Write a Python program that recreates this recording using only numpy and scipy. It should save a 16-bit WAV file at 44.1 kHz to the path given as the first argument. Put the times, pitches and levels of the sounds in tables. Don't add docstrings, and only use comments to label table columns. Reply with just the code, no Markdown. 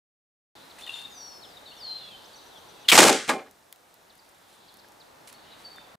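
import sys
import numpy as np
from scipy import signal
from scipy.fft import rfft, irfft
from scipy.io import wavfile
from scipy.ndimage import uniform_filter1d

SR = 44100
rng = np.random.default_rng(int(sys.argv[2]) if len(sys.argv) > 2 else 0)


def master_out(mix):
    frames = np.transpose(np.atleast_2d(mix))
    ceiling = np.clip(frames, -1, 1)
    pcm = np.round(ceiling * 32767).astype(np.int16)
    wavfile.write(sys.argv[1], SR, pcm)


def gain_from_decibels(decibels):
    exponent = np.asarray(decibels, float) / 20
    return 10 ** exponent


N = 263975
t = np.arange(N) / SR
BIN_HZ = np.maximum(np.arange(N // 2 + 1) * SR / N, 1)

# [t/s, level/dB, rise/s, hold/s, fade t60/s]
VALVE_GUSTS = [
    (2.882, -20, .006, 0.0023, .03),
    (2.890, -17.5, .003, .015, .012),
    (2.909, -27.5, .001, 0.0038, .008),
]
# [f/Hz, density/dB per Hz]
VALVE_COLOUR = [(180, -66.5), (300, -32.5), (1300, -12.5), (2320, -10.5), (3190, -1.5), (6000, -17),
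                (6740, -13.5), (9090, -14), (10700, -20.5), (14700, -21.5), (16000, -26.5)]
# [t/s, level/dB, rise/s, hold/s, fade t60/s]
MUZZLE_GUSTS = [
    (2.916, -15.5, 0.0008, .006, 0.03),
    (2.918, -14.5, 0.008, .046, .008),
]
# [f/Hz, density/dB per Hz]
MUZZLE_COLOUR = [(15, -55.5), (25, -31.5), (229, -3.5), (624, -2), (1130, -2.5), (1520, -5.5), (1650, -4),
                 (1790, -1.5), (2550, -3.5), (4370, -8), (8360, -7.5), (14400, -19.5), (16000, -40)]
# [t/s, peak/dB, f/Hz, t60/s]
BARREL_RINGS = [
    (2.8875, -3, 3320, .008),
    (2.887, -5, 4200, .012),
    (2.8885, -7, 3700, .015),
    (2.899, -11, 3200, .015),
    (2.893, -6.5, 3480, .008),
    (2.9165, -6.5, 2420, .02),
    (2.921, -7, 2550, .015),
    (2.9245, -4, 2340, .015),
    (2.932, -11, 2320, .015),
]

# [t/s, level/dB, rise/s, hold/s, fade t60/s]
SPLASH_GUSTS = [(2.9755, -9.5, 0.00056, 0.016, 0.085), (3.002, -12.5, .002, .005, .02),
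                (3.013, -16, .003, 0.0072, 0.14), (3.027, -15, 0.0019, 0.013, 0.24),
                (3.068, -19, .002, .003, .05), (3.078, -18, 0.0023, 0.0045, 0.047),
                (3.092, -17, 0.0022, .007, 0.018), (3.126, -24, .001, .002, .02),
                (3.277, -37, 0.0016, .01, 0.093), (3.288, -27, 0.0032, 0.008, 0.08),
                (3.3, -38, .004, 0.012, 0.22)]
# [f/Hz, density/dB per Hz]
SPLASH_COLOUR = [(530, -31), (900, 0), (944, -5.5), (1050, -4), (2270, -6), (2470, -5.5), (3430, -7),
                 (8550, -8), (14500, -27), (16000, -36.5)]
# [t/s, level/dB, rise/s, hold/s, fade t60/s]
PULP_GUSTS = [
    (3.10, -27, 0.01, 0.022, 0.46),
]
# [f/Hz, density/dB per Hz]
PULP_COLOUR = [(710, -28), (1200, -2.5), (1380, 1), (8330, -6.5), (14100, -35), (15000, -41.5),
               (15500, -68)]

# [t/s, level/dB, fade t60/s]
SHEET_CONTACTS = [(2.975, -12.5, 0.2), (3.008, -13.5, 0.31), (3.06, -20, 0.17), (3.087, -16.5, 0.03),
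                  (3.108, -25, 0.26), (3.278, -23, .03), (3.29, -28.5, 0.2), (3.31, -29.5, .12),
                  (3.326, -32, 0.15), (3.35, -36, .1), (3.381, -38, .1), (3.405, -46, .15),
                  (3.445, -54, .15)]
# [f/Hz, level/dB, t60/s]
SHEET_MODES = [(190, -9.5, 0.42), (250, -1.5, 0.19), (280, -2.5, .21), (327, 0.5, 0.11), (393, -2, .16),
               (448, 0.5, 0.21), (538, 1, 0.15), (590.5, -0.5, 0.22), (631, 2, 0.082), (769, 1.5, 0.14),
               (831, -1, .1), (871, -3, .12), (1030, -15.5, 0.063), (1059, -4.5, 0.17), (1185, -8, 0.053),
               (1318, -10.5, 0.26), (1476, -5, 0.11), (1650, -6.5, 0.036), (1646, -9, 0.24),
               (2170, -5.5, 0.043), (2090, -9, 0.2), (2383, -5.5, 0.097), (2550, -11, 0.037),
               (3000, -10, 0.055), (3500, -12.5, 0.075), (4100, -10.5, 0.043), (4680, -15.5, 0.026)]
# [t/s, peak/dB, f/Hz, t60/s]
SHEET_KNOCKS = [(3.058, -18, 200, 0.091), (2.9765, -6, 850, .04), (2.977, -8, 1250, .03),
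                (2.9767, -6, 2700, .01), (2.9836, -6, 4680, .015), (3.008, -10, 350, 0.046),
                (3.021, -10, 800, 0.026), (3.092, -10, 800, 0.035), (3.083, -19, 1200, 0.059),
                (3.338, -28, 815, 0.089), (3.322, -25.5, 268, 0.1), (3.2945, -15.5, 820, 0.038),
                (3.2925, -12, 3500, 0.0061), (3.2945, -9.5, 2310, 0.0059), (3.296, -18.5, 1140, 0.033)]
# [t/s, level/dB, fade t60/s]
SCRAPE_CONTACTS = [
    (3.292, -25, 0.085),
    (3.308, -33, .06),
    (3.325, -38.5, 0.076),
    (3.38, -41.5, 0.068),
    (3.407, -52.5, 0.091),
    (3.458, -55, 0.063),
]
# [f/Hz, density/dB per Hz]
SCRAPE_COLOUR = [(290, -27), (500, -30), (825, 3.5), (935, -7), (1170, 4), (1400, -10), (1640, -0.5),
                 (3210, -17.5), (5000, -20), (6500, -44), (11000, -120)]
# [f/Hz, density/dB per Hz]
SOIL_COLOUR = [(60, -32), (110, -14), (170, -2), (220, 0), (330, -25)]

# [t/s, peak/dB, pan/dB]
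CRUMB_HITS = [(.866, -37, 3), (3.5116, -42, 1), (3.7262, -28, 5), (3.942, -42, -5), (4.126, -54, 0),
              (4.154, -44, .5), (4.1764, -47, -1), (4.181, -51, 0), (4.2503, -51, 1), (4.2907, -48, -.5),
              (4.295, -51, 0), (4.314, -55, 0), (4.3475, -52, 0), (4.383, -53, 0), (4.59, -55, 0),
              (4.7247, -50, 0), (4.7416, -42, -3), (4.771, -42.5, -5), (4.886, -43, 3)]
# [t/s, peak/dB, pan/dB]
TWIG_SNAPS = [(.786, -46, 6), (1.012, -44, 0), (3.7270, -30, 1), (3.7605, -41.5, 1.5), (4.54, -50, 0),
              (4.921, -44, 1.5), (5.2755, -37.5, -10), (5.2825, -41, -10), (5.289, -42, -5),
              (5.328, -37.5, -11), (5.761, -40.5, -5)]
# [t/s, peak/dB, f/Hz, t60/s]
SMALL_TAPS = [
    (2.968, -27, 42, .08),
    (.785, -36.5, 1920, 0.0086),
    (.87, -43, 1920, 0.046),
    (4.845, -45.5, 1630, 0.022),
    (5.7835, -28.5, 1650, 0.0059),
    (5.948, -39, 171, 0.033),
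]
# [t/s, level/dB, rise/s, hold/s, fade t60/s]
RUSTLE_GUSTS = [
    (.781, -52, .008, .035, .14),
    (.858, -55.5, .02, .14, .18),
    (4.452, -65, .04, .07, .11),
    (5.2715, -51, .003, .018, .09),
    (5.322, -57, .003, .01, .12),
    (5.572, -61, .02, .035, .11),
]
# [f/Hz, density/dB per Hz]
RUSTLE_COLOUR = [(500, -18), (1300, 3), (3000, 4.5), (6000, 0.5), (10000, 3), (13000, -11), (15500, -7)]

# [t/s, length/s, from f/Hz, held f/Hz, peak/dB]
BIRD_WHISTLES = [
    (1.09, 0.21, 7290, 5630, -46),
    (1.245, .17, 5700, 5260, -53),
    (1.107, 0.27, 5130, 4410, -53.5),
    (1.765, 0.21, 6190, 4110, -38),
    (1.976, .13, 4200, 3370, -49),
    (2.1, .075, 3400, 3080, -51),
    (5.642, 0.048, 4700, 4520, -45),
    (5.758, 0.045, 3657, 3580, -53),
    (5.511, .035, 4750, 3800, -52),
]
# [t/s, level/dB]
BIRD_TICKS = [
    (2.352, -54.5),
    (2.458, -57),
    (2.572, -56),
    (2.684, -58),
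    (2.803, -58),
]
# [t/s, length/s, from f/Hz, level/dB]
BIRD_CHIPS = [
    (0.707, .016, 4930, -51.5),
    (1.419, 0.048, 4730, -49),
    (2.377, .024, 5300, -57),
    (4.097, 0.018, 5100, -57),
    (4.677, .027, 5500, -57),
    (4.786, 0.021, 6030, -57.5),
    (4.998, 0.03, 5300, -54.5),
]
# [t/s, length/s, from f/Hz, level/dB]
BIRD_SLURS = [
    (1.463, .075, 5500, -57),
    (1.53, .025, 4200, -58),
    (1.555, 0.038, 4200, -49),
    (1.653, 0.035, 4250, -47),
    (2.33, .03, 5000, -54),
    (2.5, 0.049, 4200, -58),
    (2.544, 0.046, 3750, -49),
    (2.845, 0.018, 3300, -48),
    (4.188, 0.02, 5150, -60),
]
# [t/s,
# length/s, from f/Hz, to f/Hz, level/dB]
BIRD_CHATTER = [(0.699, .0073, 3280, 5050, -50), (0.792, 0.028, 2510, 2860, -50),
                (0.807, 0.058, 3350, 3700, -47), (.865, 0.041, 3700, 3450, -45),
                (0.86, 0.02, 3340, 2660, -41), (0.877, 0.044, 2850, 2705, -38.5),
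                (0.929, 0.026, 3410, 3675, -33), (.945, 0.014, 3500, 2650, -46),
                (0.947, 0.05, 3600, 3500, -39.5), (.99, .075, 3610, 3750, -42), (.9, .035, 3500, 3450, -47),
                (1.715, .015, 2950, 2690, -51), (1.726, 0.014, 2700, 3200, -48),
                (2.24, 0.024, 4000, 6600, -56)]
# [t/s, length/s, f/Hz, level/dB]
BIRD_WARBLES = [(.827, 0.058, 4250, -52), (.929, .045, 2750, -62), (.93, 0.063, 7130, -52),
                (.99, 0.037, 4220, -54), (1.659, 0.064, 4470, -50), (1.755, 0.036, 3550, -55),
                (1.84, 0.029, 3080, -56), (1.674, 0.038, 3700, -50), (1.85, 0.092, 3100, -58),
                (5.318, 0.1, 4450, -63), (5.713, .025, 4560, -60), (5.843, .022, 3570, -61)]
# [t/s, level/dB, left minus right/dB]
FLOCK_LEVEL = [(.55, -56, 2), (.75, -61, 1), (.95, -50.5, 5.5), (1.15, -62.5, 2), (1.5, -65, 3.5),
               (2.0, -51.5, 1.5), (2.3, -57.5, -1.5), (2.549, -59.5, 4), (2.87, -57.5, .5),
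               (3.6, -64.5, -0.5), (4.3, -64.5, 0), (4.7, -58, -0.5), (5.1, -71.5, -2), (5.5, -57.5, 1),
               (5.95, -65.5, -1)]

# [f/Hz, density/dB per Hz]
TRAFFIC_COLOUR = [(13, -43.5), (22, -12), (64, -4), (169, -2.5), (256, -1), (444, 0), (910, 2.5),
                  (1020, -0.5), (1710, -4.5), (3230, -12.5), (5310, -16.5), (9220, -22.5), (16000, -28)]
# [f/Hz, density/dB per Hz]
HISS_COLOUR = [(2500, -28), (5000, -1.5), (9000, -3.5), (12000, -6), (15500, -8.5)]
# [t/s, level/dB]
BREEZE_LEVEL = [
    (.55, -67.5),
    (1.0, -65),
    (1.6, -67.5),
    (2.9, -67.5),
    (5.95, -70.5),
]
# [f/Hz, level/dB]
NEAR_WIDTH = [(60, -22.5), (110, -22.5), (200, -21.5), (380, -18), (700, -14.5), (1290, -13.5), (2380, -11),
              (4400, -11.5), (8120, -9.5), (15000, -18)]
# [f/Hz, level/dB]
DIFFUSE_WIDTH = [(60, -13), (110, -14), (200, -8), (380, -2), (700, -3), (1290, -2), (2380, -2.5),
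                 (4400, -7.5), (8120, -11), (15000, -26)]

START_S, STOP_S, TOP_HZ = .5527, 5.957, 15600
CONTACT_RISE_S, CONTACT_HOLD_S = 0.0041, .012
LOOSE_T60_S = .14
THUD_DB, THUD_SLOWER = -21.5, 1.5
CRUMB_HZ, CRUMB_OCTAVES = 8600, .8
CRUMB_OCTAVES_PER_DB, FAINTEST_DB = 0.11, -50
TWIG_HZ, TWIG_OCTAVES = 4000, 3.4
TICK_T60_S, TICK_TAIL_DB, TICK_TAIL_S = .0025, -18, .025
GLIDE_S_KHZ, GLIDE_BEND = .1, 1.4
SETTLE_S, SETTLE_SHARE = .085, .27
GLIDE_DB_PER_KHZ, FADE_SHARE, FADE_DB = -13, 0.28, -9
TICK_S, TICK_HZ, TICK_RISE, TICK_ROUGH = 0.028, 5500, 1.14, .45
CHIP_FALL, CHIP_ROUGH = .61, .12
SLUR_FALL, SLUR_ROUGH = .82, 0.45
CHATTER_ROUGH, WARBLE_ROUGH = 0.72, 0.51
TOWN_DB = -55
DUCK_S, DUCK_DB, DUCK_HOLD_S, RECOVER_DB_PER_S = 2.9, -7.5, 0.89, 4
HISS_DUCK_SHARE = 0.52


def cannon():
    valve = gust(VALVE_GUSTS, VALVE_COLOUR, 3) + gust(MUZZLE_GUSTS[:1], VALVE_COLOUR, 3)
    blast = gust(MUZZLE_GUSTS[1:], MUZZLE_COLOUR, 2.6)
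    return valve + blast + pings(BARREL_RINGS)


def sheet():
    force = rng.standard_normal((2, N)) * flicker(700, 6.5) * puffs(contacts(SHEET_CONTACTS))
    u = np.arange(SR // 3) / SR
    jitter = rng.uniform(-1.08, 1, (len(SHEET_MODES), 4, 2))
    ring = np.zeros(len(u))
    for k, ((hz, db, t60), dents) in enumerate(zip(SHEET_MODES, jitter)):
        t60 = min(t60, LOOSE_T60_S)
        sign = (-1) ** k
        dent_hz = hz * (1 + .01 * dents.mean())
        ring += sign * gain_from_decibels(db - 60 * u / t60) * np.sin(2 * np.pi * hz * u)
        ring += sign * gain_from_decibels(db + 3.0 - 60 * u / (0.18 * t60)) * np.sin(2 * np.pi * dent_hz * u)
    ring /= np.sqrt(np.sum(ring ** 2))
    mid, side = (signal.fftconvolve(f, ring)[:N] for f in force)
    both = pair(mid * gain_from_decibels(-1.5) + pings(SHEET_KNOCKS), side * gain_from_decibels(-0.5))
    thin = signal.butter(4, 165, "high", fs=SR, output="sos")
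    return signal.sosfilt(thin, both)


def splash():
    return gust(SPLASH_GUSTS, SPLASH_COLOUR, 2.6) + gust(PULP_GUSTS, PULP_COLOUR, 0.86)


def scrape():
    return gust(contacts(SCRAPE_CONTACTS), SCRAPE_COLOUR, 3.0)


def soil_thud():
    rows = contacts(np.array(SHEET_CONTACTS) * [1, 1, THUD_SLOWER])
    return gain_from_decibels(THUD_DB) * gust(rows, SOIL_COLOUR, 2)


def contacts(rows):
    return [(s, db, CONTACT_RISE_S, CONTACT_HOLD_S, t60) for s, db, t60 in rows]


def dry_ticks(rows, hz, octaves, octaves_per_db):
    out = np.zeros((2, N))
    grains = rng.standard_normal((len(rows), 900))
    u = np.arange(900) / SR
    env = gain_from_decibels(-60 * u / TICK_T60_S) + gain_from_decibels(TICK_TAIL_DB - 60 * u / TICK_TAIL_S)
    for (s, db, pan_db), grain in zip(rows, grains):
        spread = max(octaves + octaves_per_db * (db - FAINTEST_DB), .2)
        edges = np.minimum(hz * 2 ** (np.array([-.5, .5]) * spread), TOP_HZ)
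        band = signal.butter(3, edges, "band", fs=SR, output="sos")
        tick = signal.sosfilt(band, grain * env)
        i = int(s * SR)
        out[:, i:i + 900] += tick / np.abs(tick).max() * gain_from_decibels(db + np.array([[pan_db], [-pan_db]]) / 2)
    return out


def small_sounds():
    crumbs = dry_ticks(CRUMB_HITS, CRUMB_HZ, CRUMB_OCTAVES, CRUMB_OCTAVES_PER_DB)
    twigs = dry_ticks(TWIG_SNAPS, TWIG_HZ, TWIG_OCTAVES, 0)
    return crumbs + twigs + pings(SMALL_TAPS) + gust(RUSTLE_GUSTS, RUSTLE_COLOUR, 2.6)


def birds():
    waver, throb = np.log(flicker(300, 1)), flicker(170, 9)
    song = whistles(waver, throb) + short_notes(waver, throb)
    s, _, pan_db = np.transpose(FLOCK_LEVEL)
    pan = gain_from_decibels(np.interp(t, s, pan_db) * np.array([[.5], [-.5]]))
    return pan * (echoes(song, .5, -5.5) + flock())


def whistles(waver, throb):
    song = np.zeros(N)
    for s, length, from_hz, held_hz, db in BIRD_WHISTLES:
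        i = slice(int(s * SR), int((s + length) * SR))
        u = np.abs(t[i] - s) / length
        settle = min(GLIDE_S_KHZ * 1000 / max(from_hz - held_hz, 1), SETTLE_S, SETTLE_SHARE * length)
        glide = np.exp(-(u * length / settle) ** GLIDE_BEND)
        pitch = (held_hz + (from_hz - held_hz) * glide) * (1 + 0.063 * waver[i])
        edge = np.clip(np.minimum(u, 1 - u) * length / 0.0069, 0, 1)
        glide_db = GLIDE_DB_PER_KHZ * np.abs(pitch - held_hz) / 1000
        fade_db = FADE_DB * np.clip(1 - (1 - u) / FADE_SHARE, 0, 1)
        env = edge * gain_from_decibels(db + glide_db + fade_db) * throb[i] ** 0.15
        song[i] += np.sqrt(2) * env * np.sin(2 * np.pi * np.cumsum(pitch) / SR)
    return song


def short_notes(waver, throb):
    song = np.zeros(N)
    for s, length, from_hz, to_hz, db, rough in notes():
        i = slice(int(s * SR), int((s + length) * SR))
        u = np.abs(t[i] - s) / length
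        pitch = (from_hz + (to_hz - from_hz) * u ** .8) * (1 + .3 * rough * waver[i])
        env = np.abs(np.sin(np.pi * u)) ** .6 * throb[i] ** rough
        song[i] += np.sqrt(2) * gain_from_decibels(db) * env * np.sin(2 * np.pi * np.cumsum(pitch) / SR)
    return song


def notes():
    return ([(s, TICK_S, TICK_HZ, TICK_HZ * TICK_RISE, db, TICK_ROUGH) for s, db in BIRD_TICKS]
            + [(s, length, hz, hz * CHIP_FALL, db, CHIP_ROUGH) for s, length, hz, db in BIRD_CHIPS]
            + [(s, length, hz, hz * SLUR_FALL, db, SLUR_ROUGH) for s, length, hz, db in BIRD_SLURS]
            + [(*row, CHATTER_ROUGH) for row in BIRD_CHATTER]
            + [(s, length, hz, hz, db, WARBLE_ROUGH) for s, length, hz, db in BIRD_WARBLES])


def flock():
    s, db, _ = np.transpose(FLOCK_LEVEL)
    slurs = np.zeros(N)
    for start, length, hz, glide in rng.uniform([.5, .03, 2900, -.25], [5.9, .15, 4600, .05], (130, 4)):
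        i = slice(int(start * SR), min(int((start + length) * SR), N))
        u = np.abs(t[i] - start) / length
        slurs[i] += np.sin(np.pi * u) * np.sin(2 * np.pi * np.cumsum(hz * (1 + glide * u)) / SR)
    haze = [(1800, -26.5), (2900, -4.5), (3700, 2.5), (4500, -2), (6000, -23.0)]  # f/Hz, density/dB per Hz
    far = pair(*(shape(rng.standard_normal(N), haze) for _ in range(2)), DIFFUSE_WIDTH)
    return gain_from_decibels(np.interp(t, s, db) + duck_db()) * (gain_from_decibels(-2) * far + gain_from_decibels(-12) * echoes(slurs, .7, 6))


def background():
    s, hiss_db = np.transpose(BREEZE_LEVEL)
    duck = duck_db()
    hiss_gain = gain_from_decibels(np.interp(t, s, hiss_db) + 4 + HISS_DUCK_SHARE * duck)
    octave = np.log2(BIN_HZ)
    both = []
    for _ in range(2):
        noise = rfft(shape(rng.standard_normal(N), TRAFFIC_COLOUR))
        bands = (irfft(noise * np.clip(1 - np.abs(octave - k), 0, 1), N) for k in range(3, 15))
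        town = sum(band * flicker(5, 1.2) for band in bands)
        hiss = shape(rng.standard_normal(N), HISS_COLOUR)
        both.append(town * gain_from_decibels(TOWN_DB + duck) + hiss * hiss_gain)
    return pair(*both, DIFFUSE_WIDTH)


def duck_db():
    back = DUCK_DB + RECOVER_DB_PER_S * np.maximum(t - DUCK_S - DUCK_HOLD_S, 0)
    return np.minimum(back, 0) * np.clip((t - DUCK_S) / .05, 0, 1)


def echoes(x, t60, wet_db):
    u = np.arange(int(SR * .6)) / SR
    env = gain_from_decibels(-60 * u / t60) * flicker(35, 3.6)[:len(u)] * np.clip(u / 0.0078, 0, 1)
    tails = rng.standard_normal((2, len(u))) * env
    tails *= gain_from_decibels(wet_db) / np.sqrt(np.sum(tails[0] ** 2))
    mid, side = (signal.fftconvolve(x, tail)[:N] for tail in tails)
    return pair(x + mid, side * gain_from_decibels(4.0))


def pair(x, other, width=NEAR_WIDTH):
    hz, db = np.transpose(width)
    side = irfft(rfft(other) * gain_from_decibels(np.interp(np.log(BIN_HZ), np.log(hz), db)), N)
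    return np.array([x + side, x - side])


def gust(rows, spectrum, grain_db):
    env = puffs(rows) * flicker(500, grain_db)
    return pair(*(env * shape(rng.standard_normal(N), spectrum) for _ in range(2)))


def puffs(rows):
    power = np.zeros(N)
    for s, db, rise, hold, t60 in rows:
        i = slice(int(s * SR), int((s + 1) * SR))
        fade = -60 * np.clip(t[i] - s - rise - hold, 0, 1) / t60
        power[i] += (np.clip((t[i] - s) / rise, 0, 1) * gain_from_decibels(db + fade)) ** 2
    return np.sqrt(power)


def pings(rows):
    out = np.zeros(N)
    for s, db, hz, t60 in rows:
        i = slice(int(s * SR), int((s + .2) * SR))
        u = np.abs(t[i] - s)
        onset = np.minimum(u * hz, 1)
        out[i] += gain_from_decibels(db - 60 * u / t60) * np.sin(2 * np.pi * hz * u) * onset
    return out


def shape(x, spectrum):
    hz, db = np.transpose(spectrum)
    colour_db = np.interp(np.log(BIN_HZ), np.log(hz), db, left=-70, right=-70)
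    y = irfft(rfft(x) * gain_from_decibels(colour_db), N)
    return y / np.sqrt(np.mean(y ** 2))


def flicker(rate, depth_db):
    k = max(int(SR / rate), 1)
    steps = np.repeat(rng.standard_normal(N // k + 1), k)[:N]
    gain = gain_from_decibels(depth_db * uniform_filter1d(steps, k))
    return gain / np.sqrt(np.mean(gain ** 2))


def scene():
    bang = cannon() + sheet() + splash() + scrape() + soil_thud()
    middle = bang.mean(axis=0)
    returns = echoes(middle, 0.2, -23.5) - middle
    return bang + returns + small_sounds() + birds() + background()


def roll_off(x):
    return signal.sosfilt(signal.butter(12, 16440, fs=SR, output="sos"), x)


def record(dry):
    fade_in = np.clip((t - START_S) / 0.00084, 0, 1)
    fade_out = np.clip((STOP_S - t) / 0.0028, .02, 1)
    top = signal.ellip(7, .5, 45, TOP_HZ, fs=SR, output="sos")
    rounded = np.tanh(0.97 * dry) / 0.85
    return roll_off(signal.sosfilt(top, rounded) * (fade_in * fade_out))


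dry = scene()
out = record(dry)
master_out(out)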